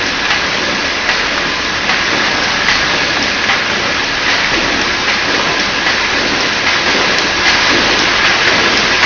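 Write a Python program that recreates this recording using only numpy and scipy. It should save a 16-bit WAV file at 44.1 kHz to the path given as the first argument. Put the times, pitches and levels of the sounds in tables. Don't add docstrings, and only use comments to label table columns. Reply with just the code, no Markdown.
import sys
import numpy as np
from scipy import signal
from scipy.fft import rfft, irfft, next_fast_len
from scipy.io import wavfile
from scipy.ndimage import uniform_filter1d

SR = 44100
rng = np.random.default_rng(int(sys.argv[2]) if len(sys.argv) > 2 else 0)


def digitize_waveform(pressure):
    field = np.atleast_2d(pressure).T
    bounded = np.clip(field, -1, 1)
    quanta = np.round(bounded * 32767).astype(np.int16)
    wavfile.write(sys.argv[1], SR, quanta)


N = 399105
TIME = np.arange(N) / SR


def gain_of(db):
    return 10 ** (np.asarray(db) / 20)


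def unit_rms(x):
    return x / np.sqrt(np.mean(x ** 2) + 1e-20)


def value_at(points, hz):
    row_hz, value = np.transpose(points)
    return np.interp(np.log(hz + 1), np.log(row_hz + 1), value)


def level_curve(rows, column):
    rows = np.asarray(rows)
    return gain_of(np.interp(TIME, rows[:, 0], rows[:, column]))


def add(mix, start_s, sound):
    start = round(start_s * SR)
    sound = sound[max(-start, 0):]
    part = mix[max(start, 0):][:len(sound)]
    part += sound[:len(part)]


def colour(x, spectrum):
    size = next_fast_len(len(x))
    gains = gain_of(value_at(spectrum, np.fft.rfftfreq(size, 1 / SR)))
    return unit_rms(irfft(rfft(x, size) * gains, size)[:len(x)])


def ring(x, hz, width_hz):
    r = np.exp(-np.pi * abs(width_hz) / SR)
    feedback = [1, -2 * r * np.cos(2 * np.pi * hz / SR), r * r]
    return np.sqrt((1 - r * r) / 2) * signal.lfilter([1, 0, -1], feedback, x)


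def contacts(length, per_s, spread_db):
    size = gain_of(spread_db * np.clip(rng.standard_normal(length), -2, 2))
    sign = rng.choice([-1, 1], length)
    return unit_rms(size * sign * (rng.random(length) < per_s / SR))


def ticks(low_hz, high_hz, spread_db, width_hz, count):
    when, pitch, force, phase = rng.random((count, 4)).T[:, :, None]
    age = np.arange(SR // 160)
    hz = low_hz + (high_hz - low_hz) * pitch
    waves = np.sin((2 * np.pi * (hz * age / SR + phase)).astype(np.float32))
    rings = gain_of(spread_db * force) * waves * np.exp(-np.pi * width_hz * age / SR)
    positions = (when * N).astype(int) + age
    return np.bincount(positions.ravel(), rings.ravel())[:N]


def tone(hz, width_hz, length):
    drift = np.sqrt(2 * np.pi * abs(width_hz) / SR) * rng.standard_normal(length)
    return np.sqrt(2) * np.sin(np.cumsum(2 * np.pi * hz / SR + uniform_filter1d(drift, size=600)))


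def waver(depth_db, rate_hz):
    t = np.arange(0, N / SR + .01, .005)
    rates = rate_hz * np.geomspace(1 / 10, 1, num=20)
    drift = sum(np.sin(2 * np.pi * (hz * t + rng.random())) for hz in rates)
    return gain_of(depth_db * np.interp(TIME, t, unit_rms(drift)))


def swell(t, peak_s):
    return t / peak_s * np.exp(1 - t / peak_s)


# time in seconds, level of the tubes in dB, level of the thin wires in dB.
NEARNESS = [(0.0, -16.5, -21.5), (0.7, -18, -22.5), (1.55, -18, -23), (2.1, -16.5, -21.5),
            (2.9, -16, -19.5), (3.7, -17.5, -23), (4.6, -16.5, -21), (5.7, -17.5, -22), (6.7, -16.5, -20),
            (7.3, -17, -22), (7.6, -14, -17), (8.2, -14, -19), (9.05, -14, -18)]
# pitch in Hz, strength in dB.
TUBE_COLOUR = [(300, -19), (550, -9), (700, -6), (950, -4), (1450, -3.5), (1850, -3.5), (2250, -4),
               (2500, -3.5), (3000, -9), (4000, -11), (6000, -23)]
# pitch in Hz, width in Hz, level in dB.
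TUBE_NOTES = [(1685, 30, -18), (1642, 47, -19), (1755, 70, -21.5), (1986, 160, -13.5)]


def tube_rattle(clatter_db=-3, notes_db=-1):
    taps = colour(ticks(307, 3772, spread_db=2.5, width_hz=146, count=52000), TUBE_COLOUR)
    notes = sum(gain_of(db) * unit_rms(ring(taps, hz, width)) for hz, width, db in TUBE_NOTES)
    clatter = gain_of(clatter_db) * unit_rms(taps + gain_of(notes_db) * notes)
    return level_curve(NEARNESS, 1) * shaking(clank_db=1.4, slide_share=0.54, snap_db=-0.2) * clatter


# pitch in Hz, strength in dB.
WIRE_COLOUR = [(1500, -19.5), (2600, 2.5), (3300, 1), (3800, 1.5), (4400, 3.5), (5000, 1.5), (5600, 0),
               (6000, -2), (6400, -3.5), (6700, -15), (7000, -33.5)]


def wire_ticks(wire_db=-3, click_db=-9):
    taps = colour(ticks(2136, 6900, spread_db=1.5, width_hz=370, count=44000), WIRE_COLOUR)
    clicks = colour(contacts(N, per_s=1500, spread_db=1.5), WIRE_COLOUR)
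    ticking = gain_of(wire_db) * unit_rms(taps + gain_of(click_db) * clicks)
    return level_curve(NEARNESS, 2) * shaking(clank_db=0.6, slide_share=0.7, snap_db=1.5) * ticking


def shaking(clank_db, slide_share, snap_db):
    change_db, t = np.zeros(N), np.arange(SR) / SR
    for start, *_ in RACK_CLANKS:
        add(change_db, start, clank_db * swell(t, peak_s=0.05))
    for start, _, _, shake_db, travel_s, *_ in BAR_SLIDES:
        add(change_db, start, slide_share * shake_db * slide_load(t, travel_s))
    for start, *_ in MESH_SNAPS:
        add(change_db, start, snap_db * swell(t, peak_s=0.023))
    return gain_of(change_db)


# first blow, wire jangle,
# ringing bar, hollow note of the stop (added to stop_base_db), after-rattle.
RACK_CLANKS = [(0.305, -8.5, 1944, 0.026, -8.5, -31.5, -29.5, -13, -29),
               (1.090, -10, 1936, 0.015, -0.5, -21.5, -26.5, -17.5, -25),
               (1.893, -12, 1987, .033, -5.5, -32.5, -28, -11.5, -30),
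               (2.685, -11, 1980, .024, -1, -21, -19, -18.5, -26.5),
               (3.488, -11, 2005, 0.053, -9, -29, -29, -8.5, -34),
               (4.281, -16.5, 1890, 0.042, -9, -21, -24.5, -13, -22.5),
               (5.079, -12.5, 2030, 0.037, -11, -26, -25.5, -18, -31.5),
               (5.864, -11.5, 1950, 0.044, -6.5, -24, -27.5, -14, -23.5),
               (6.665, -13.5, 2035, 0.041, -7.5, -26.5, -22.5, -21, -28),
               (7.455, -14.5, 2030, .04, -6.5, -18.5, -28.5, -17, -21.5),
               (8.245, -10.5, 2060, 0.04, -12, -25, -28.5, -16.5, -27.5),
               (9.028, -5, 2000, 0.021, -4, -17.5, -22, -22, -24)]
# pitch in Hz, width in Hz, level in dB.
RACK_NOTES = [(950, 170, -10), (1240, 220, -6.5), (1710, 120, -8), (2480, 540, -7.5), (2900, 330, -6),
              (4080, 1200, -9)]


def rack_clanks(ring_width_hz=170, stop_hz=795.6, stop_base_db=-11.5, bar_fade_s=0.066):
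    out, t = np.zeros(N), np.arange(SR // 2) / SR
    for start, gears_db, hz, land_s, blow_db, jangle_db, bar_db, stop_db, rattle_db in RACK_CLANKS:
        blow, gears = np.zeros((2, len(t)))
        for note_hz, width, db in [(hz, ring_width_hz, 0)] + RACK_NOTES:
            blow += gain_of(db) * np.sin(2 * np.pi * note_hz * t) * np.exp(-np.pi * width * t)
            gears += gain_of(db) * ring(contacts(len(t), per_s=4000, spread_db=-3), note_hz, width)
        shake = contacts(len(t), per_s=3200, spread_db=7)
        jangle = unit_rms(colour(shake, WIRE_COLOUR) + gain_of(-3) * ring(shake, hz=4400, width_hz=550))
        bar = tone(hz, width_hz=40, length=len(t))
        stop = tone(stop_hz, width_hz=91, length=len(t))
        rattle = unit_rms(ring(contacts(len(t), per_s=640, spread_db=-0.5), hz, width_hz=600))
        add(out, start, gain_of(blow_db) * blow)
        add(out, start, gain_of(gears_db) * unit_rms(gears) * np.exp(-t / land_s))
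        add(out, start, gain_of(jangle_db) * jangle * swell(t, peak_s=0.037))
        add(out, start, gain_of(bar_db) * bar * np.exp(-t / bar_fade_s))
        add(out, start, gain_of(stop_base_db + stop_db) * stop * swell(t, peak_s=0.012))
        add(out, start, gain_of(rattle_db) * rattle * swell(t, peak_s=0.1))
    return out


# start in seconds, first ping's relative level in dB, pitch in Hz,
# tick's relative level in dB, wait for the second wire in seconds, that wire's relative level in dB.
MESH_SNAPS = [(.063, -19, 5500, -23, .004, -19.5), (.856, -17.5, 5400, -12.5, 0.0039, -23),
              (1.647, -21, 5380, -14, .002, -16), (2.434, -16.5, 5480, -12, .004, -22),
              (3.2263, -10, 5340, -12.5, .007, -21), (4.041, -22, 5350, -14, .003, -17),
              (4.814, -15.5, 5500, -10.5, 0.0028, -17), (5.598, -13, 5420, -12.5, .002, -16.5),
              (6.4053, -14, 5240, -8.5, 0.0041, -16.5), (7.1849, -10.5, 5180, 2, 0.0039, -15.5),
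              (7.9913, -9, 5360, -1.5, .008, -18), (8.7742, -7.5, 5100, -9, 0.0046, -17)]


def mesh_snaps(ping_db=4, ping_lag_s=0.00042, tick_hz=3900):
    out, t = np.zeros(N), np.arange(SR // 50) / SR

    def tick(hz):
        scrape = ring(rng.choice([-1., 1.], len(t)), hz, width_hz=1800)
        return unit_rms(scrape) * swell(t, peak_s=0.00047)

    for start, first_db, hz, tick_db, wait_s, second_db in MESH_SNAPS:
        ping = gain_of(ping_db) * swell(t, peak_s=0.00054) * np.sin(2 * np.pi * hz * t)
        add(out, start, gain_of(tick_db - 3) * tick(tick_hz))
        add(out, start + ping_lag_s, gain_of(first_db) * ping)
        add(out, start + ping_lag_s + wait_s, gain_of(second_db) * (ping + gain_of(-4) * tick(hz)))
    return out


# start in seconds, opening knock in dB, relative rumble level in dB,
# extra shaking in dB (tubes and wires each take a share), travel time in seconds,
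# boom pitch in Hz, boom level against the rumble in dB.
BAR_SLIDES = [(-.27, -23, -22, -2, 0.32, 299, -7.5), (0.525, -23.5, -25.5, 1.6, 0.3, 275, -5),
              (1.31, -30.5, -27, 0.8, 0.2, 291, -6.5), (2.11, -21, -23.5, 1.5, .34, 260, -6),
              (2.9, -30, -26, 0.5, 0.38, 279, -4), (3.699, -24.5, -26.5, 0.9, .28, 337, -13),
              (4.51, -21.5, -24.5, 1, 0.3, 310, -1), (5.275, -27, -23, 2.5, 0.36, 342, -3),
              (6.11, -24.5, -22.5, 0.5, .34, 322, -2.5), (6.86, -20.5, -21, 4, 0.41, 392, -6.5),
              (7.69, -20, -22, 1, 0.36, 315, 2), (8.46, -19.5, -20, 1.2, .42, 380, -5.5)]
# pitch in Hz, strength in dB.
FRAME_COLOUR = [(60, -14), (140, -7.5), (200, -2), (300, -2.5), (380, 0), (470, 1), (560, 0.5), (700, -8),
                (1200, -14.5)]


def slide_bars(idle_db=-25.5, knock_fade_s=0.077):
    out, t = gain_of(idle_db) * frame_judder(N), np.arange(SR) / SR
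    for start, knock_db, db, _, travel_s, boom_hz, boom_db in BAR_SLIDES:
        blows = contacts(len(t), per_s=1400, spread_db=-2)
        knock = colour(blows, FRAME_COLOUR) + gain_of(-4) * ring(blows, hz=1200, width_hz=700)
        boom = rubbing(len(t), boom_hz, width_hz=110, per_s=2500, spread_db=1.5)
        rumble = unit_rms(frame_judder(len(t)) + gain_of(boom_db) * boom)
        grind = rubbing(len(t), hz=540, width_hz=260, per_s=700, spread_db=1)
        load = slide_load(t, travel_s)
        add(out, start, gain_of(knock_db) * knock * np.exp(-t / knock_fade_s))
        add(out, start, gain_of(db - 0.5) * load * rumble)
        add(out, start, gain_of(db - 5.5) * load * grind * swell(t, peak_s=0.15))
    return out


def slide_load(t, travel_s, rise_s=0.015, release_s=0.081, sag_db_per_s=-6):
    release = np.exp(-np.maximum(t - travel_s, 0) / release_s)
    return np.minimum(t / rise_s, 1) * gain_of(sag_db_per_s * t) * release


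def rubbing(length, hz, width_hz, per_s, spread_db):
    bumps = contacts(length, per_s, spread_db)
    return unit_rms(ring(ring(bumps, hz, width_hz), hz, 2 * width_hz))


# pitch in Hz, width in Hz, level in dB.
FRAME_NOTES = [(200, 60, -13.5), (277, 50, -11)]


def frame_judder(length):
    shake = colour(contacts(length, per_s=2500, spread_db=1.5), FRAME_COLOUR)
    notes = sum(gain_of(db) * unit_rms(ring(shake, hz, width)) for hz, width, db in FRAME_NOTES)
    return unit_rms(shake + notes)


# start in seconds, relative level in dB, pitch in Hz.
COIL_KNOCKS = [(0.252, -10.5, 2460), (1.194, -13, 1940), (1.261, -12, 1314), (1.378, -11, 1330),
               (1.943, -13.5, 1950), (2.135, -13, 1200), (2.221, -12, 1044), (2.265, -11.5, 1750),
               (3.024, -9.5, 2260), (3.167, -13, 984), (3.44, -8.5, 1880), (3.699, -8, 1724),
               (3.857, -14.5, 1050), (3.92, -16, 1890), (4.412, -13, 1950), (4.445, -11.5, 2005),
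               (4.543, -9, 1836), (5.097, -5, 2105), (5.346, -10, 1840), (5.395, -11.5, 1086),
               (6.047, -10, 1890), (6.1, -9.5, 1930), (6.404, -11.5, 1100), (6.861, -10.5, 1990),
               (6.894, -11.5, 1006), (7.012, -12.5, 1050), (7.483, -3, 1965), (7.617, -9, 1955),
               (7.706, -11.5, 1043), (8.473, -3.5, 1770)]


def coil_knocks(knock_db=-3, fade_s=0.0084):
    out, t = np.zeros(N), np.arange(SR // 12) / SR
    for start, db, hz in COIL_KNOCKS:
        chatter = unit_rms(ring(contacts(len(t), per_s=2400, spread_db=1), hz, width_hz=550))
        add(out, start, gain_of(db + knock_db) * chatter * np.exp(-t / fade_s))
    return out


# start in seconds, level in dB, pitch in Hz.
FRAME_THUDS = [(2.115, -20.5, 308), (4.565, -17, 329), (7.725, -13.5, 332), (7.785, -18.5, 305),
               (8.66, -17.5, 393)]


def frame_thuds():
    out, t = np.zeros(N), np.arange(SR // 5) / SR
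    for start, db, hz in FRAME_THUDS:
        add(out, start, gain_of(db) * swell(t, peak_s=0.0071) * np.sin(2 * np.pi * hz * t))
    return out


# time in seconds, upper note's pitch in Hz, its level in dB, lower note's level in dB.
TUBE_SONG = [(0, 1676, -33, -44), (1.4, 1678, -36, -36), (2.3, 1680, -30.5, -34), (3.1, 1667, -30, -35.5),
             (4, 1686, -38.5, -37.5), (5.3, 1666, -31.5, -38), (6.3, 1676, -33.5, -34.5),
             (7.4, 1682, -31.5, -33), (9.05, 1687, -31, -31.5)]


def tube_singing(lower_hz=1636, width_hz=22):
    times, upper_hz, *_ = np.transpose(TUBE_SONG)
    upper = level_curve(TUBE_SONG, 2) * tone(np.interp(TIME, times, upper_hz), width_hz, N)
    lower = level_curve(TUBE_SONG, 3) * tone(lower_hz, width_hz, N)
    return sum(unit_rms(waver(depth_db=3, rate_hz=20)) * note for note in (upper, lower))


# pitch in Hz, width in Hz, relative level in dB.
SHAFT_TONES = [(37.2, 3, -6), (75, 6, -10)]
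# pitch in Hz, strength in dB.
ROAR_COLOUR = [(10, -22.5), (25, -18), (48, -5.5), (65, 3), (90, 0), (120, 2), (170, -5), (300, -19)]


def drive_hum(drive_db=-36, stroke_s=0.79, crest_s=1.3, swing_db=3):
    low, overtone = (gain_of(db) * tone(hz, width, N) for hz, width, db in SHAFT_TONES)
    swing = gain_of(swing_db * np.cos(np.pi * (TIME - crest_s) / stroke_s))
    hum = gain_of(-2) * swing * waver(depth_db=-3, rate_hz=2.7) * low + overtone
    roar = gain_of(3) * colour(rng.standard_normal(N), ROAR_COLOUR)
    nearness = unit_rms(level_curve(NEARNESS, 1)) ** 1.1
    return gain_of(drive_db) * nearness * (hum + roar)


# pitch in Hz, width in Hz.
GEAR_TONES = [(352, 12), (585, 12), (1020, 5), (3932, 14)]
# time in seconds, then each whine's level in dB.
GEAR_LEVELS = [(0, -38, -47, -47, -38), (1.1, -51.5, -42.5, -34, -40), (3.2, -45, -36, -43, -38.5),
               (4.9, -34.5, -47.5, -38.5, -36.5), (5.5, -40.5, -42.5, -34, -39.5),
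               (7.2, -35, -51, -34.5, -34), (7.9, -32.5, -40, -32.5, -35), (9.05, -33, -48.5, -34, -41)]


def gear_whine():
    out = np.zeros(N)
    for column, (hz, width) in enumerate(GEAR_TONES, start=1):
        whine = level_curve(GEAR_LEVELS, column) * tone(hz, width, N)
        out += whine * unit_rms(waver(depth_db=3, rate_hz=14))
    return out


# pitch in Hz, seconds to fade by 60 dB.
ECHO_TIMES = [(100, 0.36), (1000, 0.13), (3000, 0.16), (7000, 0.14)]


def hall_echo(x):
    hz, t, bands = signal.stft(x, SR, nperseg=512, noverlap=384)
    kept_per_step = gain_of(-60 * t[1] / value_at(ECHO_TIMES, hz)) ** 2
    power = np.array([signal.lfilter([0, 0, 1 - kept], [1, -kept], abs(band) ** 2)
                      for kept, band in zip(kept_per_step, bands)])
    scatter = rng.standard_normal(bands.shape) + 1j * rng.standard_normal(bands.shape)
    _, tail = signal.istft(np.sqrt(power) * scatter, nperseg=512, noverlap=384)
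    return np.std(x) * unit_rms(tail[:N])


def scene(rattle_echo_db=-5, blows_echo_db=-9):
    rattle = tube_rattle() + wire_ticks()
    blows = rack_clanks() + mesh_snaps() + slide_bars() + frame_thuds() + coil_knocks()
    echo = hall_echo(gain_of(rattle_echo_db) * rattle + gain_of(blows_echo_db) * blows)
    mix = gain_of(-0.9) * (rattle + blows + echo) + tube_singing() + drive_hum() + gear_whine()
    return np.array([mix, mix])


# pitch in Hz, boost or cut in dB.
MIC_COLOUR = [(5600, 2.5), (6300, -1), (6600, -11), (7000, -9.5)]


def record(dry, overload=0.88, top_hz=7000):
    response = gain_of(value_at(MIC_COLOUR, np.fft.rfftfreq(N, 1 / SR)))
    dull = irfft(rfft(dry) * response, N)
    clipped = np.clip(dull, -overload, overload)
    treble_cut = signal.firwin(255, top_hz, window=("kaiser", 8), fs=SR)
    return signal.oaconvolve(clipped, treble_cut[None], "same")


dry = scene()
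out = record(dry)
digitize_waveform(out)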